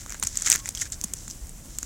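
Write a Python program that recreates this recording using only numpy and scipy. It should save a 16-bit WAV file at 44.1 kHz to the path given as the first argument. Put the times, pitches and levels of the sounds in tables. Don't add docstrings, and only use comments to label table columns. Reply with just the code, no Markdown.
import sys
import numpy as np
from scipy import signal
from scipy.fft import rfft, irfft, next_fast_len
from scipy.io import wavfile
from scipy.ndimage import map_coordinates

SR = 44100
rng = np.random.default_rng(int(sys.argv[2]) if len(sys.argv) > 2 else 0)


def pcm_store(signal):
    levels = np.round(np.clip(np.atleast_2d(signal), -1, 1) * 32767)
    wavfile.write(sys.argv[1], SR, levels.astype(np.int16).T)


def voltage_ratio(level):
    return 10 ** (np.asarray(level, float) / 20)


N = 81585


def unit(x):
    return x / np.sqrt(np.mean(x ** 2) + 1e-20)


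def colour(points, size):
    point_hz, point_db = np.transpose(points)
    hz = np.fft.rfftfreq(size, 1 / SR)
    gain_db = np.interp(np.log(hz + 1), np.log(point_hz + 1), point_db)
    cepstrum = irfft(np.log(voltage_ratio(np.maximum(gain_db, -80))), size)
    cepstrum[1:size // 2] *= 2
    cepstrum[size // 2 + 1:] = 0
    return np.exp(rfft(cepstrum))


def coloured(x, points):
    size = 2 * next_fast_len(N // 2 + 4096)
    filtered = irfft(rfft(x, size) * colour(points, size), size)
    return unit(filtered[:N])


def wobble(rate):
    knots = rng.standard_normal(int(N * rate / SR) + 4)
    return map_coordinates(knots, [np.arange(N) * rate / SR])


def add(track, start_s, peak_db, sound):
    part = track[round(start_s * SR):][:len(sound)]
    scaled = voltage_ratio(peak_db) * sound / np.abs(sound).max()
    part += scaled[:len(part)]


def port_noise():
    # pitch_hz [Hz], relative level_db [dB]
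    noise_colour = [(20, 0), (150, 1), (500, 4), (2000, -1), (8000, -3), (16000, 2.5)]
    return voltage_ratio(-60) * coloured(rng.standard_normal(N), noise_colour)


def fire():
    # pitch_hz [Hz], relative level_db [dB]
    rumble_colour = [(12, -33.5), (22, -2.5), (40, -1), (65, -2.5), (100, -8.5), (160, -12.5), (300, -19),
                     (480, -30), (700, -34.5), (1000, -72)]
    # pitch_hz [Hz], relative level_db [dB per Hz]
    hiss_colour = [(290, -40), (500, 1), (1300, -5), (2810, -8), (4200, -14), (6200, -5), (7700, -0.5),
                   (9000, -2), (16000, -11.5)]
    rumble_db, hiss_db, hiss_flutter_db = -43.5, -51.5, 0.7

    rumble_noise = coloured(rng.standard_normal(N), rumble_colour)
    rumble = unit(rumble_noise * voltage_ratio(0.3 * wobble(22.6)))
    hiss_level = voltage_ratio(hiss_db + hiss_flutter_db * wobble(30.74))
    hiss = hiss_level * coloured(rng.standard_normal(N), hiss_colour)
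    return voltage_ratio(rumble_db) * rumble + hiss


def bumps():
    # start_s [s], peak_db [dB], pitch_hz [Hz]
    hand_bumps = [(.234, -38, 200), (1.0435, -30, 200), (1.413, -30, 52), (1.828, -41, 250)]
    out, t = np.zeros(N), np.arange(SR // 10) / SR
    for start_s, peak_db, pitch_hz in hand_bumps:
        swell = t * pitch_hz * np.exp(-1.5 * t * pitch_hz)
        add(out, start_s, peak_db, swell * np.sin(2 * np.pi * pitch_hz * t))
    return out


def squeak():
    # start_s [s], length_s [s], peak level_db [dB], pitch_hz [Hz]
    thin_tone = (.575, .075, -54, 1090)
    start_s, length_s, level_db, pitch_hz = thin_tone
    progress = np.clip((np.arange(N) / SR - start_s) / length_s, 0, 1)
    swell = np.sqrt(np.sin(np.pi * progress).clip(0))
    phase = 2 * np.pi * pitch_hz * progress * length_s + 0.6 * wobble(59.4)
    return voltage_ratio(level_db) * swell * np.sin(phase)


def pops(size=2048):
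    # start_s [s], peak_db [dB], pitch_hz [Hz], time to fall by 60 dB fade_s [s]
    air_pockets = [(0.0621, -27, 1400, 0.0024), (0.108, -35, 1530, 0.0043), (0.1232, -28.5, 1600, 0.0044),
                   (0.146, -25.5, 1520, 0.0037), (0.152, -32.5, 1580, 0.0053), (0.2261, -17.5, 954, 0.01),
                   (0.2345, -20, 970, 0.0089), (0.4711, -25, 1630, 0.0072), (0.475, -24, 2150, 0.0094),
                   (0.5185, -22, 2050, 0.0067), (0.5275, -22, 2430, 0.01), (0.5585, -19.5, 1900, 0.0054),
                   (0.6578, -25, 2030, 0.0093), (0.6783, -30.5, 2140, 0.0054),
                   (0.7509, -30.5, 3110, 0.0034), (0.7736, -29, 3200, 0.014), (0.8183, -22.5, 2040, 0.0069),
                   (0.8224, -26.5, 1890, 0.021), (0.8623, -34, 1630, 0.011), (1.1365, -36.5, 3040, 0.0054),
                   (1.2789, -30.5, 1460, 0.002), (1.7861, -36.5, 3300, 0.0027), (1.8292, -28, 1480, 0.003),
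                   (1.8323, -37, 2470, 0.0026)]
    roughness = 0.1
    splash_db, splash_db_per_octave, splash_top_hz = 4, -17, 5000

    out, t = np.zeros(N), np.arange(size) / SR
    draws = rng.standard_normal((len(air_pockets), 2, size))
    splash_filter = signal.butter(2, [800, splash_top_hz], "band", fs=SR)
    for (start_s, peak_db, pitch_hz, fade_s), (steps, spray) in zip(air_pockets, draws):
        fade = voltage_ratio(-60 * t / max(fade_s, 0.002))
        soft_start = 1 - np.exp(-t / 0.00045)
        tone = np.sin(2 * np.pi * pitch_hz * t + roughness * np.cumsum(steps))
        splash_level = voltage_ratio(splash_db + splash_db_per_octave * np.log2(pitch_hz / 1000))
        splash = splash_level * unit(signal.lfilter(*splash_filter, spray))
        add(out, start_s, peak_db, fade * soft_start * (tone + splash))
    return out


def tear():
    # time_s [s], treble crackle level_db [dB], wet middle level_db [dB]
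    tear_course = [(0, -42, -55.5), (0.07, -52, -60.5), (0.1, -43, -48), (0.16, -46, -52.5),
                   (0.211, -51, -70), (0.239, -41.5, -48), (0.29, -40, -62), (0.33, -42.5, -56.5),
                   (0.39, -36.5, -48), (0.446, -35, -50), (0.461, -23.5, -35), (0.49, -30, -34.5),
                   (0.528, -25, -36), (0.56, -30, -36.5), (0.572, -38.5, -48), (0.601, -39.5, -50),
                   (0.615, -53, -68), (0.64, -47, -56), (0.66, -39, -52), (0.71, -43, -58),
                   (0.73, -53.5, -66), (0.755, -44, -54.5), (0.802, -36, -53), (0.818, -27, -47),
                   (0.834, -38.5, -54), (0.87, -42, -52), (0.89, -55, -67), (0.915, -58, -62),
                   (0.923, -33, -49), (0.949, -40.5, -58.1), (0.965, -53, -64), (1.05, -45, -60.5),
                   (1.12, -51.5, -59.5), (1.18, -44.5, -64.5), (1.29, -48, -66), (1.315, -43.5, -70),
                   (1.34, -51, -69), (1.5, -53, -74), (1.6, -52.5, -69), (1.85, -45.5, -65)]
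    # pitch_hz [Hz], relative level_db [dB per Hz]
    crackle_colour = [(1760, -50), (3000, -12), (4700, -8.5), (6100, 0.5), (7600, 0.5), (9000, -11.5),
                      (11000, -17), (16000, -31)]
    # pitch_hz [Hz], relative level_db [dB]
    squelch_colour = [(150, -12), (320, -8), (600, -20), (900, -13), (1400, -2), (2100, 0), (2900, -10),
                      (4000, -24)]
    puffs_per_s, puff_spread_db, puff_decay_s = 900, 4, 0.0005
    smooth_db, smoother_when_soft = -9, 0.55

    time_s, treble_db, middle_db = np.transpose(tear_course)
    t = np.arange(N) / SR
    crackle_db = np.interp(t, time_s, treble_db)
    squelch_db = np.interp(t, time_s, middle_db)

    puff_size = voltage_ratio(puff_spread_db * rng.standard_normal(N).clip(-2, 2))
    starts = (rng.random(N) < puffs_per_s / SR) * puff_size
    decaying = signal.lfilter([1], [1, -np.exp(-1 / (puff_decay_s * SR))], starts)
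    puffs = unit(decaying * voltage_ratio(2.4 * wobble(150) + 0.95 * wobble(40)))

    smooth = voltage_ratio(smooth_db + smoother_when_soft * (treble_db.max() - crackle_db))
    loudness = (puffs + smooth) / np.sqrt(1 + smooth ** 2)
    dry_noise, wet_noise = loudness * rng.standard_normal((2, N))
    crackle = voltage_ratio(crackle_db) * coloured(dry_noise, crackle_colour)
    squelch = voltage_ratio(squelch_db) * coloured(wet_noise, squelch_colour)
    return crackle + squelch


def snaps(size=2048):
    # start_s [s], peak_db [dB], ring_hz [Hz], time for the shower to fall by 60 dB fade_s [s]
    fibre_snaps = [(0.0623, -25, 6440, 0.005), (0.0957, -23, 7140, 0.0059), (0.1043, -20.8, 7150, 0.0039),
                   (0.1225, -20.5, 6000, 0.0056), (0.132, -28, 6100, 0.003), (0.1443, -23.5, 7240, 0.0039),
                   (0.1985, -21, 9000, 0.01), (0.2268, -11.5, 6380, 0.027), (0.2356, -11, 7800, 0.013),
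                   (0.239, -18, 7200, 0.011), (0.252, -20, 5500, 0.0033), (0.27, -13.5, 8000, 0.018),
                   (0.2704, -13.5, 6380, 0.017), (0.3559, -21.5, 5400, 0.0085), (0.372, -9.5, 7000, 0.014),
                   (0.3991, -22, 6675, 0.0047), (0.4196, -19, 7400, 0.028), (0.422, -10, 7100, 0.005),
                   (0.4563, -22, 6800, 0.006), (0.463, -12, 6800, 0.04), (0.4747, -11.5, 7300, 0.0069),
                   (0.484, -12, 6700, 0.0071), (0.501, -1, 8100, 0.0037), (0.501, -3.5, 7200, 0.0054),
                   (0.5034, -15, 7300, 0.043), (0.5125, -8, 6350, 0.0036), (0.518, 3.5, 6040, 0.0069),
                   (0.5259, -6, 6630, 0.0054), (0.5289, -8, 6600, 0.011), (0.5362, -9.5, 7100, 0.022),
                   (0.5423, -16, 7040, 0.0082), (0.5483, -17, 7140, 0.003), (0.559, -24, 6960, 0.0016),
                   (0.5587, -6.5, 6900, 0.0022), (0.591, -25, 6700, 0.015), (0.658, -17, 7060, 0.0032),
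                   (0.674, -24, 9500, 0.004), (0.6899, -9.5, 7800, 0.008), (0.692, -29, 5800, 0.0056),
                   (0.7505, -15.5, 6570, 0.0017), (0.755, -23, 7100, 0.0065), (0.7738, -19.5, 5370, 0.0056),
                   (0.7935, -27.5, 9500, 0.004), (0.813, -18, 6700, 0.028), (0.8156, -13.5, 6800, 0.0034),
                   (0.8175, -17, 6830, 0.005), (0.823, -18.5, 6800, 0.038), (0.901, -32, 6800, 0.012),
                   (0.922, -14, 7100, 0.0042), (0.927, -29, 6900, 0.0054), (1.0135, -13, 7000, 0.0027),
                   (1.039, -14.5, 6830, 0.02), (1.0428, -17.5, 6500, 0.014), (1.0409, -15, 9970, 0.015),
                   (1.1364, -12, 7260, 0.012), (1.1376, -26, 9100, 0.0068), (1.2799, -25, 7240, 0.017),
                   (1.3004, -26, 6500, 0.0091), (1.307, -25.5, 6250, 0.0015), (1.3107, -21.5, 6600, 0.0035),
                   (1.311, -22, 5560, 0.0035), (1.47, -28, 6650, 0.0074), (1.4932, -28, 7760, 0.015),
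                   (1.767, -39, 8000, 0.003), (1.7861, -12, 6960, 0.0094), (1.8298, -15.5, 7070, 0.0081)]
    # pitch_hz [Hz], relative level_db [dB]
    edge_colour = [(240, -51.5), (400, -20), (921, -18.5), (5110, -14.5), (6740, -2), (10900, -13.5),
                   (12300, -10.5), (16000, -22)]
    ring_width_hz, edge_db = 1760, -4
    after_db, after_spread_db = -11, 1.5

    out, t = np.zeros(N), np.arange(size) / SR
    hz = np.fft.rfftfreq(size, 1 / SR)
    edge = voltage_ratio(edge_db) * colour(edge_colour, size)
    draws = rng.standard_normal((len(fibre_snaps), 2, size))
    for (start_s, peak_db, ring_hz, fade_s), (kicks, size_draw) in zip(fibre_snaps, draws):
        fade_db = -60 * t / max(fade_s, 0.001)
        breaks = kicks * voltage_ratio(after_db + after_spread_db * (size_draw - 1) + fade_db)
        breaks *= t < 0.03
        breaks[0] = 1
        damping = 1j * hz * ring_width_hz
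        resonance = damping / (ring_hz * ring_hz - hz * hz + damping)
        add(out, start_s, peak_db, irfft(rfft(breaks) * (resonance ** 2 + edge), size))
    return out


def scene():
    skin = snaps() + pops() + tear() + squeak()
    middle = skin + bumps() + fire()
    skin_treble = np.diff(skin, 2, prepend=[0, 0])
    side = voltage_ratio(-29) * skin_treble + port_noise()
    return np.array([middle + side, middle - side])


def roll_off(x):
    return signal.sosfilt(signal.butter(12, 16500, fs=SR, output="sos"), x)


def record(dry):
    clipped = np.clip(dry, -1, 1)
    below_top = np.fft.rfftfreq(N, 1 / SR) < 16400
    mix = irfft(rfft(clipped) * below_top, N)
    return roll_off(mix)


dry = scene()
out = record(dry)
pcm_store(out)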